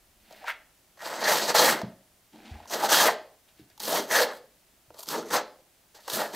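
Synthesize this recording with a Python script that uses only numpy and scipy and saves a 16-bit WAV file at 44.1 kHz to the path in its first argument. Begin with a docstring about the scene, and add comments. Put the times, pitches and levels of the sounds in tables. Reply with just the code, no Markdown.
"""Trowel combing mortar on a floor

A steel notched trowel combs gritty mortar over a hard floor in a furnished showroom, heard by one microphone.
Sand grains are random clicks that shake the blade: its resonances ring in strokes; the light first touch and
rustles of clothing and knee sound plainer. The edge ticks as it lands (short noise bursts); knee and hand thud
on the floor (low rings that fade). A room tail, ventilation, a low rumble and hiss lie around the work."""
import sys
import numpy as np
from scipy import signal
from scipy.fft import rfft, irfft
from scipy.io import wavfile
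from scipy.ndimage import uniform_filter1d

SR = 44100
rng = np.random.default_rng(int(sys.argv[2]) if len(sys.argv) > 2 else 0)


def unload_wav(signal):
    """Save mono or channel-first audio to the path in sys.argv[1] as 16-bit WAV at rate SR, clipped to [-1, 1]."""
    wavfile.write(
        sys.argv[1],
        SR,
        np.round(np.clip(np.atleast_2d(signal).T, -1, 1) * 32767).astype(np.int16),
    )


N = 280035


def amp(db):
    """Turn decibels into a gain."""
    return 10 ** (np.asarray(db) / 20)


def rms_one(x):
    """Scale a sound to an average strength (rms) of 1."""
    return x / np.sqrt(np.mean(x ** 2) + 1e-20)


def at_hz(points, hz):
    """Read a table between its points, on a log-frequency axis."""
    table_hz, values = np.transpose(points)
    return np.interp(np.log(hz), np.log(table_hz), values)


def band(x, low_hz, high_hz):
    """Keep only the sound between two frequencies (Butterworth band-pass)."""
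    sos = signal.butter(3, [low_hz, high_hz], "band", fs=SR, output="sos")
    return signal.sosfilt(sos, x)


def colour(x, spectrum):
    """Filter a sound to the given spectrum, with no sound ahead of its cause (minimum phase)."""
    size = 8192
    hz = np.arange(1, size // 2 + 2) * SR / size
    cepstrum = irfft(np.log(amp(at_hz(spectrum, hz))))
    # folding the second half onto the first makes the filter minimum-phase
    cepstrum[1:size // 2] *= 2
    cepstrum[size // 2 + 1:] = 0
    response = irfft(np.exp(rfft(cepstrum)))
    return signal.fftconvolve(x, response)[:N]


def drift(rate):
    """Slow random wandering, rms 1, drawn at every 20th sample; a higher rate wanders faster."""
    r = np.exp(-40 * np.pi * rate / SR)
    noise = rng.standard_normal(N // 20 + 2002)
    slow = signal.lfilter([1], [1, -2 * r, r * r], noise)[2000:]   # skip the filter's start
    return np.interp(np.arange(N) / 20, np.arange(len(slow)), rms_one(slow))


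def resonance(x, hz, width_hz):
    """Something that rings at one pitch when shaken: a two-pole resonance with gain 1 at its top."""
    r = np.exp(-np.pi * width_hz / SR)
    top = (1 - r * r) / 2
    return signal.lfilter([top, 0, -top], [1, -2 * r * np.cos(2 * np.pi * hz / SR), r * r], x)


# colour of the ventilation and microphone hiss: (frequency [Hz], level [dB per Hz])
AIR_COLOUR = [(15, -30.5), (25, -13.5), (59, 1.5), (270, -2), (354, -2), (489, -7.5), (607, -1.5),
              (1040, -8.5), (1610, -8.5), (14800, -12.5), (16000, -11.5)]
AIR_DB = -63.5
# a low rumble that dies away: (time [s], level [dB])
RUMBLE_LEVEL = [(0.0, -67.5), (0.49, -74.5), (0.8, -82), (6.35, -81)]


def background():
    """Ventilation and microphone hiss are coloured noise; the rumble is noise around 14 to 55 Hz."""
    air = amp(AIR_DB) * rms_one(colour(rng.standard_normal(N), AIR_COLOUR))
    s, db = np.transpose(RUMBLE_LEVEL)
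    rumble_gain = amp(np.interp(np.arange(N) / SR, s, db))
    rumble = rumble_gain * rms_one(band(rng.standard_normal(N), 14, 55))
    return air + rumble


# how long the room takes to fade by 60 dB: (frequency [Hz], time [s])
ROOM_FADE = [(150, 0.37), (400, 0.47), (1500, 0.37), (4000, 0.37), (12000, 0.15)]
# colour of the room tail: (frequency [Hz], level [dB])
ROOM_COLOUR = [(100, 3), (330, 5.5), (700, -2.5), (3000, -0.5), (12000, -5.5)]


def room(x):
    """Many scattered echoes blur into a tail: noise that rises over a few ms, then dies band by band."""
    t, tail = np.arange(SR) / SR, 0
    edges = 40 * 2 ** np.arange(0, 9, .5)   # half-octave bands
    for low, high in zip(edges, np.append(edges[1:], 19000)):
        fade_s = at_hz(ROOM_FADE, np.sqrt(low * high))
        level_db = at_hz(ROOM_COLOUR, low) - 60 * t / fade_s
        tail = tail + band(rng.standard_normal(SR), low, high) * amp(level_db)
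    tail *= 1 - np.exp(-t / 0.002)
    return signal.fftconvolve(x, tail / np.sqrt(np.sum(tail ** 2)))[:N]


# knee and hand on the floor: (time [s], level [dB], pitch [Hz], time to fade by 60 dB [s])
KNEE_AND_HAND = [(1.832, -22, 184.5, 0.085), (2.51, -28, 75.2, 0.15), (3.595, -38, 286, 0.041),
                 (3.612, -44, 125, 0.077), (4.879, -54, 116, 0.12), (6.129, -38, 133, 0.087)]


def thuds():
    """A soft push on the floor: a ring that sags in pitch, a lower partner and a rounded start."""
    out, t = np.zeros(N + SR), np.arange(SR // 2) / SR
    for s, db, hz, t60 in KNEE_AND_HAND:
        turns = hz * (t + 0.00079 * (1 - np.exp(-t / 0.0051)))   # starts sharp, settles at hz
        ring = np.sin(2 * np.pi * turns) + .5 * np.sin(2 * np.pi * 0.69 * turns)
        start = (1 - np.exp(-t * hz * 3.1)) ** 2
        out[round(s * SR):][:len(t)] += amp(db - 60 * t / t60) * start * ring
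    return band(out[:N], 45, 900)


# blade edge on the floor, plus one faint rustle of clothing at 3.7 s: (time [s], knock peak [dB], scratch peak
# above the knock [dB], knock pitch [Hz])
EDGE_TICKS = [(0.308, -42, -12.5, 613), (0.325, -43.5, 1, 635), (0.441, -34, -12, 950),
              (0.48, -20.5, -37, 1410), (1.015, -43, -4, 900), (1.55, -17, -21.5, 640),
              (1.815, -24, -10, 674), (2.554, -44, -17, 810), (2.601, -37.5, -34, 818),
              (2.655, -41.5, -8, 840), (3.7, -58.5, 9, 604), (3.777, -50, 9.5, 860),
              (3.801, -37.5, 12.5, 794), (3.877, -25, 0, 535), (4.904, -39.5, -20, 516),
              (4.943, -48.5, 0.5, 547), (4.992, -43, 4, 684), (5.005, -47, 13, 1160), (5.03, -42.5, 8, 860),
              (5.058, -49, 10, 980), (5.087, -34.5, 14.5, 1080), (5.305, -39.5, 4, 862),
              (5.948, -50, 4.5, 448), (6.005, -58, 10.5, 800), (6.081, -28.5, -10, 880),
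              (6.099, -29.5, 8, 930), (6.135, -31, -4, 640)]
# bright part of a tick: (frequency [Hz], level [dB per Hz])
SCRATCH_COLOUR = [(1500, -39), (3000, -2), (4500, 2.5), (6300, 0), (9000, -10.5), (13000, -4),
                  (16000, -12.5)]
TICK_S = .0032   # fade time constant


def ticks():
    """Each landing of the edge, and the faint rustle at 3.7 s, is a noise burst: a damped knock at its own
    pitch and a bright scratch."""
    out, t = np.zeros(N + SR), np.arange(SR // 20) / SR
    knocks = rng.standard_normal((len(EDGE_TICKS), len(t)))
    scratch = colour(rng.standard_normal(N), SCRATCH_COLOUR)
    fade = np.exp(-t / TICK_S) * (1 - np.exp(-4 * t / TICK_S))
    for k, (s, db, scratch_db, hz) in enumerate(EDGE_TICKS):
        dull = resonance(resonance(knocks[k] * fade, hz, 0.17 * hz), hz, 1.3 * hz)
        bright = scratch[k * len(t):][:len(t)] * fade
        tick = dull / np.abs(dull).max() + amp(scratch_db) * bright / np.abs(bright).max()
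        out[round(s * SR):][:len(t)] += amp(db) * tick
    return out[:N]


GRAINS_PER_S = 7000   # under a full press
GRAIN_SPREAD_DB, JUDDER_DB = 1, 0.5
FULL_PRESS_DB = -35   # below this level fewer grains catch


def grains(tables):
    """Sand grains catch as clicks of uneven size, sparse under a light touch; the contact sticks and slips."""
    s, press_db = np.vstack(tables)[:, :2].T
    share = np.clip(amp(np.interp(np.arange(N) / SR, s, press_db) - FULL_PRESS_DB), .3, 1)
    sizes = amp(GRAIN_SPREAD_DB * np.minimum(rng.exponential(1, N), 5))
    clicks = sizes * rng.choice([-1, 1], N) / np.sqrt(share)   # fewer clicks are made larger
    caught = rng.random(N) < share * GRAINS_PER_S / SR
    judder = amp(JUDDER_DB * (drift(34) + drift(150)))
    return clicks * caught * judder


# blade resonances: (pitch [Hz], width [Hz], level before the shared trim and flexing [dB])
BLADE_RINGS = [(367, 73, -4.5), (510, 76, -1.5), (640, 170, -1), (857, 77, 1), (1070, 420, -3.5),
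               (1240, 81, -9.5), (1413, 210, -3), (1684, 140, -0.5), (1885, 260, -2), (3220, 440, -13.5),
               (4330, 1100, -7), (6140, 880, -5), (7700, 270, -8)]
# colour of the scrape: (frequency [Hz], level [dB per Hz])
SCRAPE_COLOUR = [(80, -59), (170, -14.5), (380, -14), (600, -5.5), (1100, -10), (1750, -6), (2350, -14),
                 (4200, -9), (7500, -14), (10500, -15.5), (13000, -11), (15700, -18)]
BLADE_RING_DB, FLEX_DB = -0.5, 6   # shared trim, rms swing of the flexing


def blade(x):
    """The steel plate adds its rings to whatever shakes it; they swell and fade as it flexes under the hand."""
    rings = 0
    for hz, width_hz, db in BLADE_RINGS:
        flexing = amp(db + BLADE_RING_DB + FLEX_DB * drift(6))
        rings = rings + flexing * resonance(x, hz, width_hz)
    return colour(x + rings, SCRAPE_COLOUR)


# edges between drag, belly, edge, grit and fine sand: frequency [Hz]
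PART_EDGES = [60, 420, 1100, 2600, 8000, 17000]
END_FADE_DB_PER_S = 899.5   # fade after the end of each piece of a stroke or scuff
PATCHY_DB, DRAG_LUMPS_DB = 1.34, 1.5   # rms swing of every part, extra swing of the drag


def play(shaken, tables, parts, leans):
    """Level and treble of each piece set how hard each part speaks; the balance shifts along the piece."""
    t, gains = np.arange(N) / SR, np.zeros((5, N))
    for rows, (drag, drag_gained, edge, fine) in zip(tables, leans):
        s, level_db, treble_db = np.transpose(rows)
        along = (s - s[0]) / (s[-1] - s[0]) - .5   # -0.5 at the start, 0.5 at the end
        end_fade_db = END_FADE_DB_PER_S * np.maximum(t - s[-1], 0)
        part_leans = [drag + drag_gained * along, 0, edge, 0, fine]
        for k, ((db, follows, gained_db), lean_db) in enumerate(zip(parts, part_leans)):
            part_db = level_db + db + lean_db + follows * treble_db + gained_db * along
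            gains[k] += amp(np.interp(t, s, part_db, left=-200) - end_fade_db)
    gains = uniform_filter1d(gains, size=150, axis=1)
    gains *= [amp(PATCHY_DB * drift(36)) for part in gains]   # the parts flutter apart
    gains[0] *= amp(DRAG_LUMPS_DB * drift(30))   # the low drag comes in lumps
    return sum(g * rms_one(band(shaken, low, high))
               for g, low, high in zip(gains, PART_EDGES, PART_EDGES[1:]))


# successive pieces of the combing passes, then the light first touch and rustles of clothing and knee between
# the passes: (time [s], level of the blade body [dB], treble above it [dB])
STROKE_PATHS = [
    [(0.972, -56.5, -6.5), (1.066, -38.5, -2), (1.196, -35.5, -5), (1.208, -40.5, 3.5),
     (1.226, -24.5, -8.5), (1.24, -33, -4.5)],
    [(1.24, -32, -5), (1.28, -24.5, -2.5), (1.316, -21, -3), (1.322, -20, -4.5), (1.464, -30, -3.5),
     (1.498, -20, -5), (1.543, -39, -6)],
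    [(1.543, -34, -3), (1.551, -19.5, -6.5), (1.563, -22, -1), (1.721, -20.5, -4), (1.753, -30.5, -8.5),
     (1.81, -38.5, -10.5)],
    [(2.675, -53.5, -0.5), (2.733, -27, -4), (2.797, -34.5, -6), (2.851, -23.5, -3.5), (2.885, -33.5, -5),
     (2.89, -24.5, -10)],
    [(2.89, -34, -0.5), (2.93, -19, -2.5), (2.974, -23, -0.5), (3.078, -18.5, -4), (3.086, -16.5, -11),
     (3.12, -36.5, -4), (3.14, -37, -7.5)],
    [(3.797, -49, 10.5), (3.803, -45, -3), (3.831, -44, 6), (3.887, -31.5, 2), (3.977, -25, -4),
     (4.073, -47.5, -3), (4.104, -40.5, 0.5)],
    [(4.104, -38, -0.5), (4.118, -26, -4), (4.166, -22.5, -3), (4.236, -26, -3), (4.274, -39.5, -11),
     (4.372, -52.5, 0), (4.4, -60.5, -9)],
    [(4.94, -55, -11), (4.944, -53, -14), (4.984, -57.5, -3.5), (4.992, -51, -0.5), (5.026, -54, -3),
     (5.03, -51, 3), (5.068, -74, 5.5)],
    [(5.068, -55, 8.5), (5.082, -44.5, 1.5), (5.116, -34.5, 1.5), (5.164, -32, -7.5), (5.248, -46, -9),
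     (5.296, -49, -0.5), (5.303, -45, -5)],
    [(5.303, -45.5, -0.5), (5.307, -39.5, -1), (5.341, -22.5, -2.5), (5.369, -23, -4.5), (5.42, -38, -12.5)],
    [(5.945, -59.5, 1), (5.953, -59, 1.5), (5.973, -59, 7), (5.991, -57, -6), (6.019, -68, 12),
     (6.075, -56, 2), (6.078, -57, -1)],
    [(6.078, -39, 1), (6.084, -36, -10), (6.09, -44.5, -2), (6.134, -35.5, 4), (6.208, -25.5, -7),
     (6.316, -46, -7.5), (6.35, -32.5, -2.5)],
]
SCUFF_PATHS = [
    [(0.2, -73.5, 0.5), (0.296, -57.5, -5.5), (0.312, -47.5, -7), (0.334, -53, -4), (0.398, -49, -7),
     (0.43, -43, -12)],
    [(0.43, -43.5, -22), (0.446, -43, -17), (0.468, -46, -2.5), (0.484, -33, -5), (0.498, -37.5, -1.5),
     (0.56, -51, -12)],
    [(2.325, -67, 1), (2.337, -45, -13.5), (2.383, -49.5, -10.5), (2.477, -44, -9.5), (2.669, -42.5, -16.5),
     (2.675, -64, -6)],
    [(3.47, -74, -10), (3.486, -67.5, 1), (3.548, -78, -1), (3.594, -66, 4), (3.656, -76, -6.5),
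     (3.72, -72.5, 3)],
]
# one row each for drag, belly, edge, grit and fine sand:
# (level [dB], share of the treble it follows [ratio], gained from start to end of a piece [dB])
STROKE_BALANCE = [(-10, 0.19, 2.5), (-2, -0.11, -2), (-3.5, 0.18, -1.5), (-1.5, 1, -3.5), (-7, 1.29, -4)]
SCUFF_BALANCE = [(-15.5, 1.1, -7), (-5.5, 0.3, -3), (0, 1.06, 3), (-1, 1.35, -3), (-4.5, 1.94, 1)]
# lean of the blade, one row per piece of a stroke or scuff, shifts three parts:
# (drag [dB], drag gained along the piece [dB], edge [dB], fine sand [dB])
STROKE_TILT = [(-2.5, 4.5, 2, -1), (-2.5, -7, 1, 0), (-2.5, 9, 2.5, 2), (-0.5, -5, -2, 1),
               (-4, -3.5, 1, 1.5), (1.5, -6.5, -1, 1.5), (-4, 2.5, 2, 3.5), (-4, -9, -6, 10.5),
               (8, -2, -3, 1.5), (-1.5, -11, 0, -1), (-8, -8, 0.5, -4.5), (1, 1, -0.5, 3)]
SCUFF_TILT = [(6.5, -9, -2.5, 1), (-23, 0, 7.5, -4), (16, -3.5, -2, -7), (-10, 0, -1.5, -6)]
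# colour of the scuffs: (frequency [Hz], level [dB per Hz])
SCUFF_COLOUR = [(90, -37), (220, -2), (450, -10.5), (750, 7.5), (1150, -15.5), (1600, -6), (2700, -10.5),
                (4000, -11.5), (7000, -23), (15000, -16)]


def scrape():
    """Grains ring the blade in pressed strokes; the light first touch and the rustles of clothing and knee only
    get a plainer colour."""
    ringing = blade(grains(STROKE_PATHS))
    strokes = play(ringing, STROKE_PATHS, STROKE_BALANCE, STROKE_TILT)
    plain = colour(grains(SCUFF_PATHS), SCUFF_COLOUR)
    scuffs = play(plain, SCUFF_PATHS, SCUFF_BALANCE, SCUFF_TILT)
    return strokes + scuffs


def scene():
    """Work on the floor, its room tail and the background, the same in both channels."""
    work = scrape() + ticks() + thuds()
    room_tail = amp(-14) * room(work)
    mid = work + room_tail + background()
    return np.array([mid, mid])


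# colour of the amplifier hiss: (frequency [Hz], level [dB per Hz])
HISS_COLOUR = [(15, -27), (25, -1.5), (161, 1), (236, -2), (7510, -5.5), (16000, -1)]
HISS_DB, CUTOFF_HZ = -67.5, 16250


def record(dry):
    """One microphone on both channels; amplifier hiss enters them with opposite sign; the top is cut."""
    hiss = amp(HISS_DB) * rms_one(colour(rng.standard_normal(N), HISS_COLOUR))
    top_cut = signal.cheby2(18, 70, CUTOFF_HZ, fs=SR, output="sos")
    return signal.sosfilt(top_cut, dry + hiss * [[1], [-1]])


dry = scene()
out = record(dry)
unload_wav(out)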